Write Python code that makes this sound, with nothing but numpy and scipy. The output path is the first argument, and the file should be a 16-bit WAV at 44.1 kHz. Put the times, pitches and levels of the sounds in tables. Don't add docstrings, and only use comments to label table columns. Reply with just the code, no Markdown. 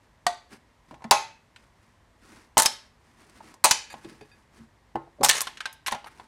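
import sys
import numpy as np
from scipy import signal
from scipy.fft import rfft, irfft
from scipy.io import wavfile

SR = 44100
rng = np.random.default_rng(int(sys.argv[2]) if len(sys.argv) > 2 else 0)


def put_to_file(sound):
    columns = np.atleast_2d(sound).T
    safe = np.clip(columns, -1, 1)
    whole_steps = np.round(safe * 32767)
    wavfile.write(sys.argv[1], SR, whole_steps.astype(np.int16))


N = 276507
TIME = np.arange(N) / SR

# (time [s], crack level [dB], crack pitch [Hz], crack fade time [s], ring level [dB])
SNAP_HITS = [(0.2666, -12.5, 4810, 0.02, -15.5), (1.11, 3, 5030, 0.026, -13),
             (1.1135, -5.5, 7640, 0.012, 3.5), (2.5786, 2.5, 8390, 0.019, -16),
             (2.5867, -11, 8000, 0.073, -7), (2.599, -1, 6500, 0.012, -14.5),
             (2.6212, -2, 7800, 0.0088, -28.5), (2.631, -14.5, 6960, 0.028, -40),
             (2.6591, -5.5, 5400, 0.032, -17.5), (3.541, -44.5, 6730, .03, -41.5),
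             (3.643, 8, 7130, 0.014, -2), (3.7101, 0.5, 5280, 0.03, -13), (5.2345, -14, 8700, 0.13, -7.5),
             (5.2464, -2, 7280, 0.025, -11), (5.287, -9, 5860, 0.0093, -35), (5.2918, 5, 5660, 0.0077, -13),
             (5.296, 5, 4390, 0.01, -32), (5.3121, -8, 4600, 0.0081, -46), (5.407, -14, 6300, 0.015, -54),
             (5.416, -14.5, 11100, 0.027, -28), (5.728, -38, 11900, .04, -64),
             (5.9204, -25.5, 9840, 0.018, -26)]
# (time [s], crack level [dB], ring level [dB])
KNOCK_HITS = [(0.2656, -25, -24), (.9107, -50, -34), (0.942, -51, -38), (1.0209, -53, -35),
              (1.042, -41, -27.5), (1.561, -42.5, -53.5), (2.5705, -16, -1.5), (3.651, -26.5, -9.5),
              (3.941, -43.5, -29), (4.046, -45, -44), (4.211, -48.5, -45), (4.956, -45, -17),
              (5.21, -44.5, -39), (5.4708, -26, -30.5), (5.572, -36, -51), (5.605, -27.5, -34),
              (5.656, -24, -24), (5.863, -24, -41), (5.881, -24, -23.5), (5.911, -31, -39),
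              (5.924, -24.5, -14.5), (5.9475, -35, -24), (6.044, -44.5, -34), (6.1979, -46, -34)]
# (start time [s], pitch [Hz], fade time [s])
PART_NOTES = [(0, 710, 0.13), (.7, 920, 0.015), (3.2, 980, 0.023), (3.8, 817, 0.029), (5.275, 1791, 0.074),
              (5.34, 1070, 0.058), (5.54, 1578, 0.071), (5.8, 1077, 0.058), (5.9, 960, 0.021)]
# (pitch [Hz], level [dB], fade time [s])
DESK_ROOM_NOTES = [(250.9, -31, 0.086), (394, -28.5, 0.14), (450, -26, 0.045), (572.5, -23.5, 0.19),
                   (644.3, -19.5, 0.12), (746.5, -12.5, 0.069), (821, -15, 0.19), (868, -22.5, 0.28),
                   (889, -19, 0.32), (976, -14, 0.13), (1071, -17.5, 0.19), (1180, -21, 0.055),
                   (1274, -28.5, 0.32), (1404, -30.5, 0.31), (1510, -20.5, 0.057), (1772, -27, 0.11),
                   (2030, -25, 0.11)]
# (time [s], pitch [Hz], level [dB], fade time [s])
FIN_RINGS = [(0.2652, 1160, -17, 0.032), (0.2654, 1520, -20.5, 0.047), (.2654, 1890, -26, .06),
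             (.2666, 4530, -22.5, 0.039), (0.2658, 7930, -25, 0.027), (2.6594, 5250, -12, 0.043),
             (3.7118, 5720, -23, .08), (5.656, 3750, -17, 0.011)]
# (pitch [Hz], level [dB], fade time [s])
SHELL_NOTES = [(1680, 0.5, 0.24), (2513, 0, 0.14), (3640, -7, 0.19), (4700, -0.5, 0.11),
               (11050, -13.5, 0.33)]
# (time [s], level [dB])
SHELL_TINKLES = [(3.9, -49.5), (4.044, -61), (4.11, -65.5), (4.208, -59), (4.315, -58.5)]
# (time [s], level [dB], pitch [Hz])
DESK_BUMPS = [(0.533, -46.5, 302), (0.91, -37, 263), (.925, -34.5, 590), (1.005, -35.5, 1050),
              (1.041, -33.5, 227), (1.043, -29.5, 673), (3.404, -29.5, 910), (3.94, -42.5, 253),
              (4.046, -30, 336), (4.11, -41.5, 318), (4.211, -34, 433), (4.595, -39, 226),
              (4.9499, -23, 337), (4.9605, -30, 480), (5.07, -39, 693), (5.184, -33.5, 610),
              (5.2, -28.5, 264.4), (5.207, -16.5, 549), (5.2125, -13, 768), (5.233, -29.5, 275),
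              (5.922, -40.5, 235), (6.062, -29, 838), (6.196, -50.5, 334)]
# (start [s], end [s], level [dB])
BRIM_TEARS = [(2.587, 2.611, -27), (2.652, 2.66, -27.5), (3.64, 3.663, -16), (3.903, 3.933, -49.5),
              (5.232, 5.265, -26.5), (5.296, 5.33, -45), (5.332, 5.411, -39.5), (5.35, 5.387, -32.5),
              (5.868, 5.887, -33), (6.061, 6.086, -48.5)]
# (start [s], end [s], level [dB])
FINGER_RUBS = [(0.004, 0.08, -69.5), (0.534, 0.533, -48), (0.88, 0.956, -65.5), (1.573, 1.654, -68),
               (1.788, 1.943, -71), (2.229, 2.463, -62.5), (2.838, 2.912, -69), (2.965, 3.144, -75.5),
               (3.169, 3.526, -62), (3.886, 4.137, -62.5), (4.142, 4.417, -68.5), (4.551, 4.619, -58),
               (5.454, 5.618, -66.5), (5.973, 6.27, -68.5)]
# (frequency [Hz], level [dB])
CRACK_TONE = [(60, -10.5), (220, -12.5), (500, -4.5), (1100, 2.5), (1700, 4.5), (2600, -1.5), (4000, -2),
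              (6000, -3.5), (8500, -2.5), (10500, -3.5), (13000, -7.5), (16000, -14.5)]
# (frequency [Hz], level [dB])
HISS_TONE = [(200, -6.5), (900, 2.5), (2200, 1), (3300, -4.5), (5000, -1.5), (6800, -6), (9400, -6),
             (12000, -14.5), (16000, -26.5)]
# (frequency [Hz], level [dB])
RUMBLE_TONE = [(40, -14), (120, 0), (300, 8.5), (600, -8.5), (1000, -3.5), (2000, -5.5), (8000, -39)]
# (frequency [Hz], level [dB])
WALL_TONE = [(50, -7.5), (200, 0), (500, -1.5), (1000, -3), (2500, -0.5), (6000, -2.5), (10000, -3.5),
             (15000, -13.5)]
# (frequency [Hz], fade time [s])
ROOM_FADES = [(100, 0.21), (400, 0.39), (900, 0.29), (2000, 0.41), (5000, .35), (9000, .27), (15000, 0.23)]
# (frequency [Hz], level [dB])
AIR_TONE = [(12, -41), (20, -22), (49, -2), (182, -12.5), (241, -14.5), (377, -17.5), (527, -17),
            (802, -17.5), (976, -14.5), (1370, -22.5), (1910, -20), (2460, -26.5), (8410, -36.5),
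            (13500, -45.5), (16000, -66)]
# (pitch [Hz], level [dB])
HUM_NOTES = [(50, -80), (100, -73.5), (242, -79.5)]

KNOCK_HZ, KNOCK_T60_S = 2800, 0.043
KNOCK_TOP_HZ = 11600


def cracks(hiss_db=-9, notes_db=-2, note_count=7, spread_octaves=1.1, tick_db=-2, tick_s=0.00012):
    out, t = np.zeros(N), TIME[:5000]
    for start, db, hz, t60, *_ in hits():
        noise = rng.standard_normal(len(t))
        pitches = hz * 2 ** (spread_octaves * rng.uniform(-1, 1, note_count))
        notes = sum(band(noise, pitch, q=22) for pitch in pitches)
        crack = unit(unit(band(noise, hz, q=1.9)) + gain(hiss_db) * noise + gain(notes_db) * unit(notes))
        tick = gain(tick_db) * np.exp(-t / tick_s)
        crack *= fade(t, t60) * (1 + tick)
        add(out, start, gain(db) * muffle(crack, KNOCK_TOP_HZ * hz / KNOCK_HZ))
    return shape_tone(out, CRACK_TONE)


def part_and_desk(desk_room_db=-4, reach_octaves=2.6):
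    out, t = np.zeros(N), TIME[:12000]
    note_hz = np.array(DESK_ROOM_NOTES)[:, 0]
    notes = np.array([gain(db) * np.exp(2j * np.pi * hz * t) * fade(t, t60)
                      for hz, db, t60 in DESK_ROOM_NOTES])
    for start, *_, ring_db, part_hz, part_t60 in hits():
        hollow = sine(part_hz, t) * fade(t, part_t60)
        phases = np.exp(2j * np.pi * rng.random(len(notes)))
        distance = np.hypot(1, np.log2(note_hz / part_hz) / reach_octaves)
        desk_room = ((phases / distance) @ notes).imag
        add(out, start, gain(ring_db) * (hollow + gain(desk_room_db) * desk_room))
    return out


def hits():
    knocks = [(start, db, KNOCK_HZ, KNOCK_T60_S, ring_db) for start, db, ring_db in KNOCK_HITS]
    part_changes = [start for start, _, _ in PART_NOTES[1:]]
    return [(*hit, *PART_NOTES[np.searchsorted(part_changes, hit[0])][1:]) for hit in SNAP_HITS + knocks]


def fins_and_shells(twin_ratio=1.017, twin_db=-5, rise_s=0.0008):
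    out, t = np.zeros(N), TIME[:18000]
    rise = 1 - np.exp(-(t / rise_s) ** 2)
    tinkles = [(start, hz, db + note_db, t60)
               for start, db in SHELL_TINKLES for hz, note_db, t60 in SHELL_NOTES]
    for start, hz, db, t60 in FIN_RINGS + tinkles:
        pair = sine(hz, t) + gain(twin_db) * sine(hz * twin_ratio, t, rng.random())
        add(out, start, gain(db) * pair * fade(t, t60) * rise)
    return out


def bumps(rise_s=0.0054, thud_db=-1, fade_swings=30, desk_hz=140, desk_t60=0.3):
    out, t = np.zeros(N), TIME[:9000]
    rise = 1 - np.exp(-t / rise_s)
    boom = gain(-0.5) * sine(desk_hz, t) * fade(t, desk_t60)
    for start, db, hz in DESK_BUMPS:
        thud = unit(band(rng.standard_normal(len(t)), hz, q=0.65))
        bump = (sine(hz, t) + gain(thud_db) * thud) * fade(t, fade_swings / hz)
        bump += boom * min(desk_hz / hz, 0.5) ** 2
        add(out, start, gain(db) * muffle(bump * rise, 1.4 * hz, order=5))
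    return out


def tears(ticks_per_s=900, uneven_db=1.5, tick_t60=0.0042, plate_hz=1150, top_hz=12500):
    out, t = np.zeros(N), TIME[:600]
    for start, end, db in BRIM_TEARS:
        length = max(int((end - start) * SR), len(t))
        lets_go = rng.random(length) < ticks_per_s / SR
        strength = rng.standard_normal(length)
        ticks = lets_go * np.sign(strength) * gain(uneven_db * np.abs(strength))
        ticks[0] = 1
        tick_sound = rng.standard_normal(len(t)) * fade(t, tick_t60)
        crackle = shape_tone(signal.fftconvolve(ticks, tick_sound), CRACK_TONE)
        add(out, start, gain(db) * unit(muffle(crackle, top_hz) + band(crackle, plate_hz, q=4.2)))
    return out


def rubs(ramp_s=0.096, rumble_db=3):
    ridges = wobble(per_s=900, depth_db=3.5)
    hiss = unit(shape_tone(rng.standard_normal(N) * ridges, HISS_TONE))
    rumble = unit(shape_tone(rng.standard_normal(N), RUMBLE_TONE))
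    touch = np.zeros(N)
    for start, end, db in FINGER_RUBS:
        touch += gain(db) * np.clip(np.minimum(TIME - start, end - TIME) / ramp_s + 0.5, 0, 1)
    catching = wobble(per_s=70, depth_db=2.6)
    pressure = wobble(per_s=12, depth_db=3.5)
    return (hiss + gain(rumble_db) * rumble) * touch * catching * pressure


def room_echo(sound, near_db=-9, near_t60=0.055, near_delay_s=0.003, tail_db=-12, tail_rise_s=0.0064):
    size = 24000
    t, hz = TIME[:size], np.arange(size // 2 + 1) * SR / size
    bounces = rng.standard_normal(size) * (rng.random(size) < 0.1)
    near = bounces * fade(t, near_t60) * (t > near_delay_s)
    spectrum = rfft(rng.standard_normal(size))
    centres, fade_times = np.transpose(ROOM_FADES)
    tail = np.zeros(size)
    for one_band, t60 in zip(np.eye(len(centres)), fade_times):
        share = curve(list(zip(centres, one_band)), hz)
        tail += irfft(spectrum * share) * fade(t, t60)
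    tail *= np.clip(t / tail_rise_s - 0.5, 0, 1)
    echoes = gain(near_db) * near / np.linalg.norm(near) + gain(tail_db) * tail / np.linalg.norm(tail)
    return through(sound, shape_tone(echoes, WALL_TONE))


def air_and_hum(air_db=-62):
    hum = sum(gain(db) * np.sqrt(2) * sine(hz, TIME, rng.random()) for hz, db in HUM_NOTES)
    return gain(air_db) * unit(shape_tone(rng.standard_normal(N), AIR_TONE)) + hum


def gain(db):
    return 10 ** (np.asarray(db) / 20)


def unit(sound):
    return sound / np.sqrt(np.mean(sound ** 2))


def sine(hz, t, head_start=0):
    return np.sin(2 * np.pi * (hz * t + head_start))


def fade(t, t60):
    return np.exp(-np.log(1000) * t / max(t60, 0.001))


def wobble(per_s, depth_db):
    return gain(depth_db * np.interp(TIME * per_s, np.arange(N), rng.standard_normal(N)))


def curve(points, hz):
    frequencies, values = np.transpose(points)
    return np.interp(np.log(np.maximum(hz, 1)), np.log(frequencies), values)


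def through(sound, response):
    return signal.fftconvolve(sound, response)[:len(sound)]


def shape_tone(sound, tone, size=4096):
    gains = gain(curve(tone, np.arange(size // 2 + 1) * SR / size))
    cepstrum = irfft(np.log(gains))
    cepstrum[1:size // 2] *= 2
    cepstrum[size // 2 + 1:] = 0
    return through(sound, irfft(np.exp(rfft(cepstrum))))


def band(sound, hz, q):
    angle = 2 * np.pi * min(hz, 0.4 * SR) / SR
    width = np.sin(angle) / (2 * q)
    return signal.lfilter([width, 0, -width], [1 + width, -2 * np.cos(angle), 1 - width], sound)


def muffle(sound, hz, order=4):
    return signal.sosfilt(signal.butter(order, min(hz, 0.4 * SR), fs=SR, output="sos"), sound)


def add(track, start, sound):
    i = max(int(start * SR), 0)
    track[i:i + len(sound)] += sound[:max(N - i, 0)]


def scene(echo_count=2):
    snaps = cracks() + part_and_desk()
    handling = fins_and_shells() + bumps() + tears() + rubs()
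    snap_echoes = sum(room_echo(cracks() + part_and_desk()) for _ in range(echo_count))
    echoes = snap_echoes / np.sqrt(echo_count) + room_echo(handling)
    return (snaps + handling + echoes + air_and_hum())[None]


def record(dry, ceiling=0.39, top_hz=16000):
    flattened = dry / (1 + (dry / ceiling) ** 8) ** (1 / 8)
    return signal.sosfilt(signal.ellip(8, 0.2, 70, top_hz, fs=SR, output="sos"), flattened)


dry = scene()
out = record(dry)
put_to_file(out)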